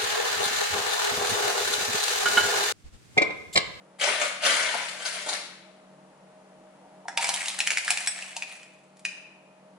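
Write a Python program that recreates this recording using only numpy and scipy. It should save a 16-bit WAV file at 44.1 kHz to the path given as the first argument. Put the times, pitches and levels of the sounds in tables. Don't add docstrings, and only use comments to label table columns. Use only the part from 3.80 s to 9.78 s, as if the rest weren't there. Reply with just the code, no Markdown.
import sys
import numpy as np
from scipy import signal
from scipy.fft import rfft, irfft, next_fast_len
from scipy.io import wavfile
from scipy.ndimage import uniform_filter1d

SR = 44100
rng = np.random.default_rng(int(sys.argv[2]) if len(sys.argv) > 2 else 0)


def wrap_up_sound(samples):
    columns = np.atleast_2d(samples).T
    tamed = np.clip(columns, -1, 1)
    steps = np.round(tamed * 32767).astype(np.int16)
    wavfile.write(sys.argv[1], SR, steps)


N = 263698
TIME_S = np.arange(N) / SR
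CUTOFF_HZ = 11200

# frequency in Hz, level in dB, width in Hz.
HUM_LINES = [(149.6, -71.5, 15), (188.8, -62.5, 16), (286.7, -73, 9.2), (331.6, -72, 12), (562, -72.5, 9.2),
             (623.4, -61.5, 11)]
# frequency in Hz, spectral level in dB.
AIR_SPECTRUM = [(25, -11), (90, -16), (140, -8), (200, 4), (350, -1.5), (550, 7), (780, 4.5), (1050, -0.5),
                (1600, -7), (2300, -8.5), (3300, -15.5), (6000, -18), (11000, -18.5)]
# time in seconds, gain in dB.
BACKGROUND_DRIFT = [(0, 0.5), (3.3, 2), (4.4, -2), (5.98, -0.1)]
# frequency in Hz, T60 in seconds.
ROOM_DECAY = [(200, 0.54), (800, 0.56), (2300, 0.98), (5000, 0.62), (10000, 0.45)]
# frequency in Hz, left-right coherence from 0 to 1.
COHERENCE = [(30, .15), (70, .4), (150, .93), (650, 0.74), (1400, 0.37), (2600, 0.06), (5000, 0.027),
             (11000, .1)]
# delay in seconds, gain in dB.
EARLY_ECHOES = [(.0013, -31.5), (.0057, -15), (0.0101, -15.5), (0.0189, -24)]
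# frequency in Hz, left minus right in radians.
MIC_PHASE = [(30, 0), (200, -0.35), (700, -0.79), (1500, -0.7), (2700, -0.48), (5000, -0.79), (9000, -1.4)]
# frequency in Hz, left minus right in dB.
MIC_BALANCE = [(500, 0.5), (2200, 2.5), (4500, 2), (8000, 1), (11000, 0)]

# frequency in Hz, spectral level in dB.
TUB_SPECTRUM = [(150, -30), (250, -20.5), (370, -25), (480, -11.5), (590, -5), (760, -8.5), (1080, -8.5),
                (1450, -4.5), (1800, -1.5), (2150, -2.5), (3200, -1.5), (4500, -11.5), (6500, -13.5),
                (11000, -14.5)]
# frequency in Hz, gain in dB, T60 in seconds.
TUB_MODES = [(545, -7.5, .07), (599, 5.5, 0.11), (1482, 1, 0.0085), (2170, 3, 0.0061), (3230, -3.5, 0.0038)]
# start in seconds, level in dB, swell and fade in seconds.
STROKES = [(.18, -24, 0.04, 0.12), (.36, -25.5, 0.059, 0.029), (.59, -21, 0.067, 0.12),
           (.8, -32, 0.029, 0.2), (1.1, -40, 0.11, 0.16), (1.3, -37, 0.038, 0.1), (1.44, -35, 0.053, 0.023)]
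# start in seconds, crack in dB, bump in dB.
LOOSE_CLUMPS = [(0.188, -35, -44.5), (.271, -38, -21.5), (0.413, -35, -24.5), (0.655, -19.5, -27),
                (0.792, -25, -33), (0.937, -32, -23), (1.08, -35, -49), (1.249, -25, -33),
                (1.461, -35, -27), (1.486, -31.5, -37), (1.52, -27.5, -30)]
# time in seconds, splinters over lumps in dB.
SPLINTER_MIX = [(.85, -4.5), (1.5, 0.5)]

# time in seconds, level in dB.
PALM_SLIDE = [(2.35, -67.5), (2.8, -70.5), (3.1, -58), (3.25, -62.5), (3.37, -46.5)]
# time in seconds, level in dB.
PALM_THUDS = [(3.2545, -37), (3.2833, -30.5), (3.3774, -25.5), (3.3925, -29), (4.5645, -33)]
# frequency in Hz, spectral level in dB.
PALM_SPECTRUM = [(200, -15.5), (480, -32.5), (690, 7), (900, -8.5), (1250, -4), (1850, 9.5), (2450, 11),
                 (3400, 0.5), (5000, -13), (8300, -6.5), (11000, -13)]
# start in seconds, level in dB, fade in seconds.
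PALM_SQUEEZES = [(3.387, -30.5, 0.078), (3.53, -37, 0.25), (3.885, -35, 0.027), (4.045, -34, 0.066),
                 (4.17, -39.5, 0.075), (4.33, -43, 0.19), (4.664, -46.5, 0.067)]
# frequency in Hz, gain in dB, T60 in seconds.
RIM_MODES = [(2356, -35, .25), (2460, -25, .55), (2606, -29, .42), (2740, -32, .33)]
# frequency in Hz, gain in dB, T60 in seconds.
SHARD_MODES = [(5430, -24.5, 0.042), (5670, -26.5, 0.029), (7780, -21.5, 0.064), (8060, -33, 0.041),
               (8080, -22, 0.1), (8400, -31.5, .06), (8700, -24.5, 0.14), (9400, -41, 0.092),
               (9262, -43, .03)]
# frequency in Hz, gain in dB, unfilled T60 in seconds.
CAVITY_MODES = [(724, -13.5, 0.03), (781, 4, 0.047), (927, 4, 0.044), (1700, -1, .022), (2720, -7.5, 0.022),
                (3220, -9, 0.014)]
# time in seconds, share of T60 left.
CAVITY_FILLING = [(3.4, 0.91), (3.7, 0.22), (4.3, 0.3)]
# multiple of wall pitch, gain in dB, gripped T60 in seconds.
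WALL_MODES = [(.77, -5.5, .006), (1.0, 6, .007), (1.12, -24.5, .005)]
# time in seconds, T60 multiplier.
GRIP_RELEASE = [(4.3, 1.0), (4.6, 1.8), (5.25, 2.0)]
# time in seconds, level in dB,
# shatter from 0 (clean knock) to 1 (falls apart), wall pitch in Hz.
LUMP_KNOCKS = [(3.2833, -29.5, 0.23, 1730), (3.3753, -18, 0.38, 2400), (3.4437, -21.5, 0.53, 2200),
               (3.4909, -20, 0.76, 3150), (3.5404, -21.5, 0.6, 3230), (3.6076, -30, .15, 2200),
               (3.6583, -27.5, 0.62, 2600), (3.683, -23.5, .55, 3400), (3.7022, -31.5, 0.26, 3300),
               (3.7894, -24.5, 0.91, 1950), (3.804, -17, 0.27, 2490), (3.868, -29.5, 0.75, 2400),
               (3.8735, -17.5, 0.31, 2430), (3.9048, -19.5, 0.35, 2240), (3.9179, -26, 0.67, 2650),
               (3.9728, -18, 0.19, 2160), (3.9825, -26.5, 0.64, 2370), (4.048, -30, 0.76, 2470),
               (4.0797, -21, 0.096, 1740), (4.105, -15.5, 0.68, 2460), (4.1737, -23.5, 0.45, 2490),
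               (4.261, -33, 1, 2600), (4.2731, -22.5, 0.51, 2380), (4.4239, -32, .15, 2600),
               (4.5654, -28.5, 0.78, 2620), (4.6229, -25, 0.032, 2500), (4.8314, -46, 0.34, 2620),
               (5.1695, -57, 1, 2450), (5.1935, -52.5, 0.93, 2290), (5.2518, -21.5, 0.13, 2470)]


def from_db(db):
    return 10 ** (np.asarray(db) / 20)


def unit_rms(x):
    return x / np.sqrt(np.mean(x ** 2) + 1e-20)


def at_hz(table, hz):
    table_hz, values = np.transpose(table)
    return np.interp(np.log(hz + 1e-9), np.log(table_hz), values)


def at_time(table, time_s):
    return np.interp(time_s, *np.transpose(table))


def bandpass(x, low_hz, high_hz):
    sos = signal.butter(2, [low_hz, min(high_hz, .45 * SR)], "band", fs=SR, output="sos")
    return signal.sosfilt(sos, x + 1e-18)


def log_bands(low_hz, count):
    edges = np.geomspace(low_hz, CUTOFF_HZ, count + 1)
    return zip(edges, np.sqrt(edges[:-1] * edges[1:]), edges[1:])


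def ring(force, modes):
    out = 0
    for hz, db, t60_s in modes:
        radius, angle_rad = from_db(-60 / (t60_s * SR)), 2 * np.pi * hz / SR
        feedback = [1, -2 * radius * np.cos(angle_rad), radius * radius]
        out = out + from_db(db) * signal.lfilter([.5, 0, -.5], feedback, force + 1e-18)
    return out


def diffuse_noise(low_hz, centre_hz, high_hz, size):
    mid, side = bandpass(rng.standard_normal((2, size)), low_hz, high_hz)
    coherence = np.clip(at_hz(COHERENCE, centre_hz), 0, 1)
    return np.sqrt(1 + coherence) * mid + np.sqrt(1 - coherence) * side * [[1], [-1]]


def air_noise(level_db):
    air = sum(from_db(at_hz(AIR_SPECTRUM, hz)) * diffuse_noise(low_hz, hz, high_hz, N)
              for low_hz, hz, high_hz in log_bands(22.1, count=15))
    return from_db(level_db) * unit_rms(air)


def appliance_hum(waver):
    hum = 0
    for hz, db, width_hz in HUM_LINES:
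        noise = bandpass(rng.standard_normal(N + SR), hz - width_hz / 2, hz + width_hz / 2)[SR:]
        tone = np.sqrt(2) * np.sin(2 * np.pi * (hz * TIME_S + rng.random()))
        hum = hum + from_db(db) * unit_rms(tone + waver * unit_rms(noise))
    return hum


def room_response(early_db, late_db, early_t60_s):
    t, out = TIME_S[:SR * 2 // 3], 0
    for low_hz, hz, high_hz in log_bands(117, count=8):
        power = 0
        for db, t60_s, rise_s in ((early_db, early_t60_s, .003), (late_db, at_hz(ROOM_DECAY, hz), .012)):
            shape = ((1 - np.exp(-t / rise_s)) * np.exp(-np.log(1000) * t / t60_s)) ** 2
            power = power + from_db(db) ** 2 * shape / shape.sum()
        out = out + np.sqrt(power) * diffuse_noise(low_hz, hz, high_hz, len(t)) / np.sqrt(2)
    return out


def kitchen(x, direct_db, early_db, late_db, early_t60_s, left_db, paths=3):
    out = x.copy()
    for delay_s, db in EARLY_ECHOES:
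        lag = round(delay_s * SR)
        out[lag:] += from_db(db) * x[:N - lag]
    out = from_db(direct_db) * out
    shift_hz = 2 * np.arange(1, paths + 1)[:, None]
    shares = np.cos(2 * np.pi * (shift_hz * TIME_S + rng.random((paths, 1))))
    for share in shares / np.sqrt(np.sum(shares ** 2, axis=0) + 1e-3):
        response = room_response(early_db, late_db, early_t60_s)
        out = out + signal.oaconvolve((share * x)[None], response, axes=1)[:, :N]
    return out * from_db([[left_db / 2], [-left_db / 2]])


def cut_bass(x, low_hz):
    return signal.sosfilt(signal.butter(2, low_hz, "high", fs=SR, output="sos"), x + 1e-18)


def surges(pushes):
    power = np.zeros(N)
    for start_s, db, swell_s, fade_s in pushes:
        at = round(start_s * SR)
        t = TIME_S[:N - at]
        swell = np.minimum(t / swell_s, 1) ** 2
        fade = np.exp(-np.maximum(t - swell_s, 0) / fade_s)
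        power[at:] += (from_db(db) * swell * fade) ** 2
    return np.sqrt(power)


def ice_contacts(rate_hz, spread_db, spectrum, steady_s, modes=()):
    at = np.flatnonzero(rng.random(N) < rate_hz / SR)
    sizes = np.zeros(N)
    sizes[at] = from_db(spread_db * np.minimum(rng.exponential(1, len(at)), 4))
    sizes /= np.sqrt(uniform_filter1d(sizes ** 2, int(steady_s * SR)) + 1e-4)
    ranges, clicks = np.zeros((3, N)), np.zeros(N)
    splits_hz = [1200, 3800]
    for low_hz, hz, high_hz in log_bands(151.6, count=20):
        clicks[at] = sizes[at] * rng.standard_normal(len(at))
        gain = from_db(at_hz(spectrum, hz))
        ranges[np.searchsorted(splits_hz, hz)] += gain * bandpass(clicks, low_hz, high_hz)
    for hz, db, t60_s in modes:
        clicks[at] = sizes[at] * rng.standard_normal(len(at))
        resonance_gain = t60_s * SR / np.log(1e6)
        ranges[np.searchsorted(splits_hz, hz)] += ring(clicks, [(hz, db, t60_s)]) / resonance_gain
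    return np.array([unit_rms(part) for part in ranges])


def scooping(hollow_db, clump_attack_s, crack_fade_s, bump_fade_s):
    push = surges(STROKES)
    cracks = surges((start_s, db, clump_attack_s, crack_fade_s) for start_s, db, _ in LOOSE_CLUMPS)
    bumps = surges((start_s, db, clump_attack_s, bump_fade_s) for start_s, _, db in LOOSE_CLUMPS)
    hollow, lumps, splinters = ice_contacts(
        rate_hz=1900, spread_db=6.0, spectrum=TUB_SPECTRUM, steady_s=0.02, modes=TUB_MODES)
    ice = lumps + from_db(at_time(SPLINTER_MIX, TIME_S)) * splinters
    return np.hypot(push, cracks) * ice + np.hypot(from_db(hollow_db) * push, bumps) * hollow


def palm_slide():
    touching = (TIME_S > PALM_SLIDE[0][0]) & (TIME_S < PALM_SLIDE[-1][0])
    friction = bandpass(ring(rng.standard_normal(N), CAVITY_MODES), 550, 890)
    return from_db(at_time(PALM_SLIDE, TIME_S)) * touching * unit_rms(friction)


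def blow(x, db):
    return from_db(db) * x / np.sqrt(np.sum(x ** 2) / (.005 * SR) + 1e-20)


def palm_thuds(top_hz):
    out = np.zeros(N)
    thud = bandpass(ring(signal.unit_impulse(SR // 8), CAVITY_MODES), 677, top_hz)
    for time_s, db in PALM_THUDS:
        at = round(time_s * SR)
        out[at:at + len(thud)] += blow(thud, db)
    return out


def crunching(attack_s, hollow_db):
    push = surges((start_s, db, attack_s, fade_s) for start_s, db, fade_s in PALM_SQUEEZES)
    hollow, lumps, splinters = ice_contacts(
        rate_hz=820, spread_db=3.5, spectrum=PALM_SPECTRUM, steady_s=0.06)
    return push * (from_db(hollow_db) * hollow + lumps + splinters)


def shatter_loss_db(shatter):
    return 7.5 * shatter ** 2


def rim_ring(gain_db, held_db, release_s):
    taps = np.zeros(N)
    for time_s, db, shatter, _ in LUMP_KNOCKS:
        tap_db = db - shatter_loss_db(shatter) + gain_db + held_db * (time_s < release_s)
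        taps[round(time_s * SR)] = from_db(tap_db)
    return ring(taps, RIM_MODES)


def shard_ping(time_s):
    return ring(signal.unit_impulse(N, round(time_s * SR)), SHARD_MODES)


def fractures(t, crush_s, crumble_s):
    swell = np.exp(np.minimum(t / crush_s, -t / crumble_s))
    return swell * rng.standard_normal(len(t)) * (rng.random(len(t)) < .35)


def landings(rebound_s=0.0072, rebound_db=-13):
    rebounds = [(time_s + rebound_s * rng.uniform(.8, 1.2), db + rebound_db, shatter, wall_hz)
                for time_s, db, shatter, wall_hz in LUMP_KNOCKS]
    return list(LUMP_KNOCKS) + rebounds


def knocks(crumble_gain, crush_s, splinter_s, cavity_db, wall_db, chip_db):
    out, lead = np.zeros(N), SR // 100
    t = np.arange(-lead, SR // 8) / SR
    unfilled_db, shatter_cavity_db, shatter_chip_db = 19, 10, 14
    for time_s, level_db, shatter, wall_hz in landings():
        crumble_s = np.interp(shatter, [0, 1], [0.00054, 0.0025])
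        force = crumble_gain * (1 + 2 * shatter) * fractures(t, crush_s, crumble_s) + (t == 0)
        air_left, release = at_time(CAVITY_FILLING, time_s), at_time(GRIP_RELEASE, time_s)
        wall_modes = [(wall_hz * ratio, db, t60_s * release) for ratio, db, t60_s in WALL_MODES]
        cavity_modes = [(hz, db, t60_s * air_left) for hz, db, t60_s in CAVITY_MODES]
        wall = bandpass(ring(force, wall_modes), 0.58 * wall_hz, 1.29 * wall_hz)
        cavity = bandpass(ring(force, cavity_modes), 550, 4000)
        splinters = fractures(t - splinter_s, crush_s + splinter_s, crumble_s + splinter_s)
        chips = bandpass(splinters, 3080, 8000 + 4000 * shatter)
        knock = blow(wall, wall_db - shatter_loss_db(shatter))
        knock += blow(cavity, cavity_db + unfilled_db * air_left + shatter_cavity_db * shatter)
        knock += blow(chips, chip_db + shatter_chip_db * np.sqrt(shatter))
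        at = round(time_s * SR) - lead
        out[at:at + len(t)] += from_db(level_db) * knock[:N - at]
    return out


def scene():
    rattle = scooping(hollow_db=-7.5, clump_attack_s=0.0019, crack_fade_s=0.019, bump_fade_s=0.0094)
    rattle = cut_bass(rattle, low_hz=172)
    tub = kitchen(rattle, direct_db=-7.0, early_db=-1.5, late_db=-2.5, early_t60_s=0.066, left_db=1.5)
    ice = knocks(crumble_gain=.1, crush_s=.0007, splinter_s=.001,
                 cavity_db=-28.5, wall_db=-1, chip_db=-12.5)
    ice += cut_bass(crunching(attack_s=0.033, hollow_db=-7.5), low_hz=200)
    ice += palm_slide() + palm_thuds(top_hz=1007)
    ice += rim_ring(gain_db=7, held_db=-13, release_s=4.2737) + shard_ping(time_s=4.2737)
    glass = kitchen(ice, direct_db=-1.5, early_db=-7, late_db=-6.5, early_t60_s=0.086, left_db=-0.86)
    background = air_noise(level_db=-58) + appliance_hum(waver=0.66)
    return tub + glass + background * from_db(at_time(BACKGROUND_DRIFT, TIME_S))


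def record(dry):
    size = next_fast_len(N + SR // 4)
    hz = np.arange(size // 2 + 1) * SR / size
    sides = np.array([[.5], [-.5]])
    response = np.exp(1j * at_hz(MIC_PHASE, hz) * sides) * from_db(at_hz(MIC_BALANCE, hz) * sides)
    heard = irfft(rfft(dry, size) * response, size)[:, :N]
    return signal.sosfilt(signal.ellip(10, .2, 80, CUTOFF_HZ - 100, fs=SR, output="sos"), heard)


dry = scene()
out = record(dry)
wrap_up_sound(out)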